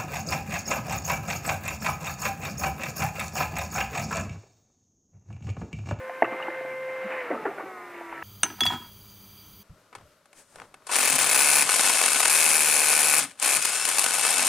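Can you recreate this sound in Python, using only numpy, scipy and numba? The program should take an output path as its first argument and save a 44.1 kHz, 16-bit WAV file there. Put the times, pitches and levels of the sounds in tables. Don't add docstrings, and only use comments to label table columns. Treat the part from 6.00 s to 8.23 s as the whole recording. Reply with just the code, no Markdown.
import sys
import numpy as np
from scipy import signal
from scipy.fft import rfft, irfft
from scipy.io import wavfile
from scipy.ndimage import uniform_filter1d
from numba import njit

SR = 44100
rng = np.random.default_rng(int(sys.argv[2]) if len(sys.argv) > 2 else 0)


def store_wav(level_fs):
    pcm = np.round(np.clip(np.atleast_2d(level_fs), -1, 1) * 32767)
    wavfile.write(sys.argv[1], SR, pcm.T.astype(np.int16))


def amplitude_ratio(level_db):
    exponent = np.asarray(level_db, float) / 20
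    return 10 ** exponent


N = 98343

RUN_HZ, IDLE_HZ = 74.48, 43.6
CUT_S, COAST_S, EASE_S = 1.165, 0.47, 0.01

# turn_multiple, level_db at speed, change_db once slowed
MESH_TONES = [(7, -1, 2), (14, -13.5, 0), (21, -10, -1), (28, -15.5, 11), (35, -54, 20), (42, -36, 18)]
# turn_multiple, level_db at speed, change_db once slowed
POLE_TONES = [(12, -11.5, -14), (16, -11, -7), (20, -1, 4), (24, -3, 2), (32, -15, 14), (36, -27.5, 27),
              (40, -26, 22.5), (44, -29, 16)]
# time_s, mesh_db, mesh_overtones_db, poles_db, whirr_db, whirr_tilt_db per octave
DRIVE_LEVELS = [(0, -37.5, -8, -46, -44, -1), (.1, -37.5, -1, -50, -43, 0.5),
                (.25, -40.5, 6.5, -52, -41, 0), (.4, -35.5, 0.5, -54, -35, -0.5),
                (.55, -33.5, -1, -45.5, -39, 0), (.75, -32, -1.5, -52.5, -42.5, 0),
                (.95, -32, -1.5, -54, -39.5, 0), (1.1, -34.5, -1, -65, -35.5, 1),
                (1.2, -34, 2, -74, -35.5, 1.5), (1.28, -41, -8, -48, -37, -0.5),
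                (1.42, -42, -1, -52, -40, -4), (1.55, -47, 2.5, -55, -41, -4),
                (1.68, -48.5, 8, -53.5, -42.5, -3), (1.8, -52.5, 8, -49.5, -46.5, -3),
                (1.95, -47.5, -9, -54, -41.5, -0.5), (2.1, -48, 3, -50.5, -44, 0.5),
                (2.23, -51, 9, -56.5, -40.5, -0.5)]
# pitch_hz, gain_db
FRAME_COLOUR = [(600, -1), (870, 4), (1060, -3.5), (1270, 4.5), (1500, -4), (1750, -6), (1950, 5.5),
                (2090, 6.5)]
# time_s, gain_db
BENCH_REFLECTION = [(0, 13), (.26, 0.5), (.5, -3), (.78, 3), (1.05, -1), (1.4, 8.5), (1.75, 3.5), (2.2, 1)]
# pitch_hz, level_db per Hz
WHIRR_SPECTRUM = [(35, -54), (120, -21.5), (330, -2.5), (700, -0.5), (1100, -3), (2100, 0.5), (2400, -8),
                  (2900, -37)]
# pitch_hz, level_db per Hz
HISS_SPECTRUM = [(2060, -36), (3500, -5), (5430, -3.5), (14600, -6.5), (15000, -6)]
# pitch_hz, level_db, t60_s
HOUSING_MODES = [(232, -6, 0.063), (343.3, 2, 0.2), (426, 3.5, 0.031), (560, -2.5, 0.031), (690, -0.5, 0.1),
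                 (875, -2, 0.08), (1178, -2.5, 0.065), (1495, 4, 0.018), (1800, 6, 0.014),
                 (1970, 0.5, 0.016), (2520, -3.5, 0.015), (2810, -9, 0.018)]
# start_s, level_db, centre_hz, spread_octaves
KNOCK_EVENTS = [(.096, -26.5, 790, 0.35), (0.2232, -14.5, 790, 0.92), (.231, -15, 616, 1.1),
                (0.246, -25, 1300, .8), (0.277, -25, 800, 0.45), (0.322, -35.5, 504, 0.68),
                (0.33, -18, 1060, 0.35), (0.401, -16.5, 1180, 0.22), (.417, -31, 1010, 0.9),
                (.426, -37, 2000, 0.5), (.4835, -26, 1280, 0.57), (.481, -27, 342, 0.23),
                (0.501, -49, 510, 0.95), (.609, -26.5, 594, 0.68), (0.649, -28, 780, 1),
                (1.052, -29.5, 220, 0.72), (1.453, -25.5, 900, 1.2), (2.010, -26, 790, 0.37),
                (2.125, -32.5, 1070, 0.56), (2.223, -26.5, 1220, 0.52)]
# start_s, length_s, level_db, centre_hz, spread_octaves
RATTLE_EVENTS = [(0.2238, 0.0088, -18, 1960, 0.32), (0.244, 0.022, -30.5, 1200, 1.4),
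                 (0.308, 0.065, -39.5, 345, 1.7), (0.401, 0.021, -42, 1290, 0.47),
                 (1.122, 0.13, -42, 1040, 0.4), (1.303, 0.065, -31.5, 610, 0.6),
                 (1.305, 0.054, -32.5, 1280, 0.8), (1.31, 0.14, -29, 236, 0.25),
                 (1.455, 0.029, -31, 1440, 0.76), (1.479, 0.053, -38.5, 1000, 1.32),
                 (1.578, 0.068, -36.5, 1290, 0.82)]
# peak_s, peak_db, pitch_hz, rise_ms
TAP_EVENTS = [(.097, -28, 710, 2.3), (.097, -26.5, 1750, 0.62), (.2230, -3.5, 690, 1.49),
              (.2275, -14, 645, 1.3), (.2238, -17.5, 1800, 2.5), (.2272, -22.5, 2130, 1.7),
              (.2325, -27, 1100, 1.5), (.223, -28.5, 2650, 2), (0.245, -28, 2660, 2),
              (0.246, -21, 1250, 2.4), (.250, -27, 1800, 1.5), (.253, -33, 2700, 1.2),
              (.402, -30, 1490, 1.7), (0.427, -30.5, 2840, 2.7), (.427, -27, 3800, 2.5),
              (.4828, -24, 863, 2.8), (.504, -29, 1760, 1.5), (.505, -30, 560, 3.9), (1.305, -27, 447, 1.4),
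              (1.3132, -20.5, 547, 4.1), (1.316, -37, 1900, 2), (1.323, -26.5, 493, 2.3),
              (1.33, -27, 284, 7.4), (1.345, -26, 594, 3.4), (1.351, -38, 1250, 2.5),
              (1.354, -28, 527, 3.7), (1.365, -33, 590, 2.8), (1.378, -30, 1280, 4.2),
              (1.455, -25, 1760, 2.8), (1.456, -25, 780, 2.6), (1.458, -21, 440, 3.6),
              (1.462, -28, 1390, 3), (1.466, -25, 860, 1.1), (1.471, -25, 344, 5.3), (1.478, -31, 1390, 2),
              (1.481, -23, 387, 6.1), (1.514, -28, 760, 2.6), (1.585, -29, 760, 2.2),
              (1.585, -34, 1470, 2.6), (1.598, -26, 795, 1.6), (1.62, -32.5, 476, 1.7),
              (1.638, -32, 323, 4.8), (2.127, -29, 955, 1.3), (2.128, -35.5, 2080, 1.9),
              (2.127, -44, 2660, 1.5), (2.178, -35, 1800, 3), (2.194, -38, 1720, 3.7),
              (2.225, -35.5, 940, 2), (2.226, -28, 1740, 1.5), (2.225, -38, 2670, 2)]
# start_s, length_s, level_db, first_hz, last_hz
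HUM_EVENTS = [
    (.43, .62, -60, 120, 152),
    (.22, .1, -55, 125, 125),
    (1.7, .35, -72, 150, 120),
    (1.32, .12, -72, 55, 45),
    (1.04, .04, -41, 215, 200),
    (2.09, .07, -60, 60, 50),
    (2.13, .14, -59, 140, 145),
]


@njit
def svf(x, hz, width):
    y, band, low = np.empty(len(x)), 0., 0.
    g, k = np.tan(np.pi * hz / SR), width / hz
    for i in range(len(x)):
        v = (band + g * (x[i] - low)) / (1 + g * (g + k))
        band, low, y[i] = 2 * v - band, low + 2 * g * v, k * v
    return y


def noise():
    return rng.standard_normal(N)


def level(x, db):
    return x * amplitude_ratio(db) / np.sqrt(np.mean(x ** 2))


def walk(rate):
    k = int(SR / rate)
    held = np.repeat(rng.standard_normal(N // k + 1), k)
    return 1.21 * uniform_filter1d(uniform_filter1d(held, k), k)[:N]


def tint(table, hz):
    table_hz, table_db = np.array(table).T
    return np.interp(np.log(hz), np.log(table_hz), table_db)


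def drive(t, column):
    table = np.array(DRIVE_LEVELS)
    return np.interp(t, table[:, 0], table[:, column])


def high_pass(x, order, hz):
    return signal.sosfilt(signal.butter(order, hz, "high", fs=SR, output="sos"), x)


def spread(mid, side):
    return mid + side * np.array([[1], [-1]])


def shaft(t):
    late = np.hypot(np.maximum(t - CUT_S, 0), EASE_S) - EASE_S
    slowed = 1 - np.exp(-late / COAST_S)
    hz = (RUN_HZ + (IDLE_HZ - RUN_HZ) * slowed) * (1 + 0.0013 * walk(40.74))
    turn = 2 * np.pi * np.cumsum(hz) / SR

    def tone(multiple, db, wobble_db):
        tone_hz = multiple * hz
        db = db + np.where(tone_hz < 2300, tint(FRAME_COLOUR, tone_hz), 0) + wobble_db * walk(17.84)
        return np.sqrt(2) * amplitude_ratio(db) * np.sin(multiple * turn + 2 * np.pi * rng.random())

    out = np.zeros(N)
    for i, (multiple, db, change_db) in enumerate(MESH_TONES):
        db = db + change_db * slowed + drive(t, column=1)
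        wobble_db = 1.1
        if i > 0:
            db = db + drive(t, column=2)
            wobble_db += 0.43
        if i == 1:
            db = db + np.interp(t, *np.array(BENCH_REFLECTION).T)
        out += tone(round(multiple), db, wobble_db)
    for multiple, db, change_db in POLE_TONES:
        out += tone(round(multiple), db + change_db * slowed + drive(t, column=3), 0.35)
    return out


def whirr(t):
    out, shared_db = 0, 1.4 * walk(24.72)
    tilt_db = drive(t, column=5)
    for hz in 35 * 2 ** (np.arange(22) / 3):
        grit = noise() * amplitude_ratio(1.5 * walk(300))
        band = level(svf(svf(grit, hz, hz / 3), hz, hz / 3), 0)
        db = tint(WHIRR_SPECTRUM, hz) + 10 * np.log10(hz)
        db = db + shared_db + 0.88 * walk(13.9) + tilt_db * np.log2(hz / 1000)
        out = out + amplitude_ratio(db) * band
    return level(out / amplitude_ratio(tilt_db), 0) * amplitude_ratio(drive(t, column=4) + tilt_db)


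def leak(t):
    return level(svf(noise(), 3510.0, 890.0), -67) * amplitude_ratio(0.74 * (drive(t, column=4) + 44.5))


def housing_band(t):
    band = svf(svf(noise(), 2690.0, 300.0), 2690.0, 300.0)
    return level(band, -64.5) * amplitude_ratio(0.91 * (drive(t, column=4) + 41.5))


def rumble():
    def murmur():
        band = svf(svf(noise(), 167.0, 190.0), 110.0, 230.0)
        return level(band * amplitude_ratio(1.0 * walk(4.4)), -68.5)
    return spread(murmur(), amplitude_ratio(-36) * murmur())


def hiss():
    hz = np.maximum(np.arange(N // 2 + 1) * SR / N, 1)
    shape = amplitude_ratio(tint(HISS_SPECTRUM, hz)) / np.sqrt(1 + (1800 / hz) ** 4)
    mid, side = (level(irfft(rfft(noise()) * shape, N), -62) for _ in range(2))
    side = side + level(svf(noise(), 410.0, 560.0), -78.5)
    return spread(mid, amplitude_ratio(-4) * side)


def strikes():
    rows = []
    for s, db, hz, octaves in KNOCK_EVENTS:
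        rows.append((np.array([s, s + 0.5 / hz]), np.array([-0.6, 1.0]), db, hz, octaves))
    for s, length, db, hz, octaves in RATTLE_EVENTS:
        draw = rng.random((40, 3))
        at = np.cumsum(2 * draw[:, 0]) / 600
        fade = np.clip(1.3 - at / length, 0, 1) * (at < length)
        size = np.sign(draw[:, 1] - 0.5) * (1.04 + draw[:, 2]) * fade
        rows.append((s + at, size, db, hz, octaves))
    return rows


def housing():
    out, rows = np.zeros(N), strikes()
    luck = iter(rng.random((len(rows), 2 * len(HOUSING_MODES))).T)
    for mode_hz, mode_db, t60 in HOUSING_MODES:
        for detune in (0.975, 1.025):
            push = np.zeros(N)
            for (at, size, db, hz, octaves), share in zip(rows, next(luck)):
                away = np.log2(mode_hz / hz) / octaves
                gain = amplitude_ratio(db + mode_db - 12 * away ** 2) * (0.42 + 0.57 * share)
                np.add.at(push, np.minimum((at * SR).astype(int), N - 1), gain * size)
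            touch = np.hanning(int(0.7 * SR / mode_hz) + 3)
            push = np.convolve(push, 1.42 * touch / touch.sum(), "same")
            pole = np.exp(2j * np.pi * mode_hz * detune / SR - np.log(1000) / (t60 * SR))
            out += 0.29 * signal.lfilter([1], [1, -pole], push).imag
    return high_pass(out, 4, 250)


def taps(t):
    out = np.zeros(N)
    for s, db, hz, rise_ms in TAP_EVENTS:
        near = slice(max(int((s - 0.01) * SR), 0), int((s + 0.04) * SR))
        after = t[near] - s
        u = np.maximum(1 + after * 1000 / rise_ms, 0)
        out[near] += amplitude_ratio(db) * (u * np.exp(1 - u)) ** 2 * np.cos(2 * np.pi * hz * after)
    return high_pass(out, 2, 160)


def muffle(x):
    return signal.sosfilt(signal.cheby1(6, 1, 3050, fs=SR, output="sos"), x)


def hums(t):
    out = 0
    for s, length, db, first_hz, last_hz in HUM_EVENTS:
        u = np.clip((t - s) / length, 0, 1)
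        hz = first_hz + (last_hz - first_hz) * np.sqrt(u)
        swell = amplitude_ratio(db + 2 * walk(4.4)) * np.sin(np.pi * u) ** 0.89
        out = out + swell * np.sin(2 * np.pi * np.cumsum(hz) / SR)
    return out


def scene():
    t = np.arange(N) / SR
    knocks = housing()
    bright_whirr = leak(t) + housing_band(t)
    whine = shaft(t)
    muffled = muffle(whirr(t) + knocks + taps(t))
    return whine + muffled + bright_whirr + hums(t) + rumble() + hiss()


def roll_off(x):
    return signal.sosfilt(signal.butter(12, 15200, fs=SR, output="sos"), x)


def record(dry):
    mix = signal.sosfilt(signal.ellip(8, 0.2, 70, 15300, fs=SR, output="sos"), dry)
    return roll_off(mix)


dry = scene()
out = record(dry)
store_wav(out)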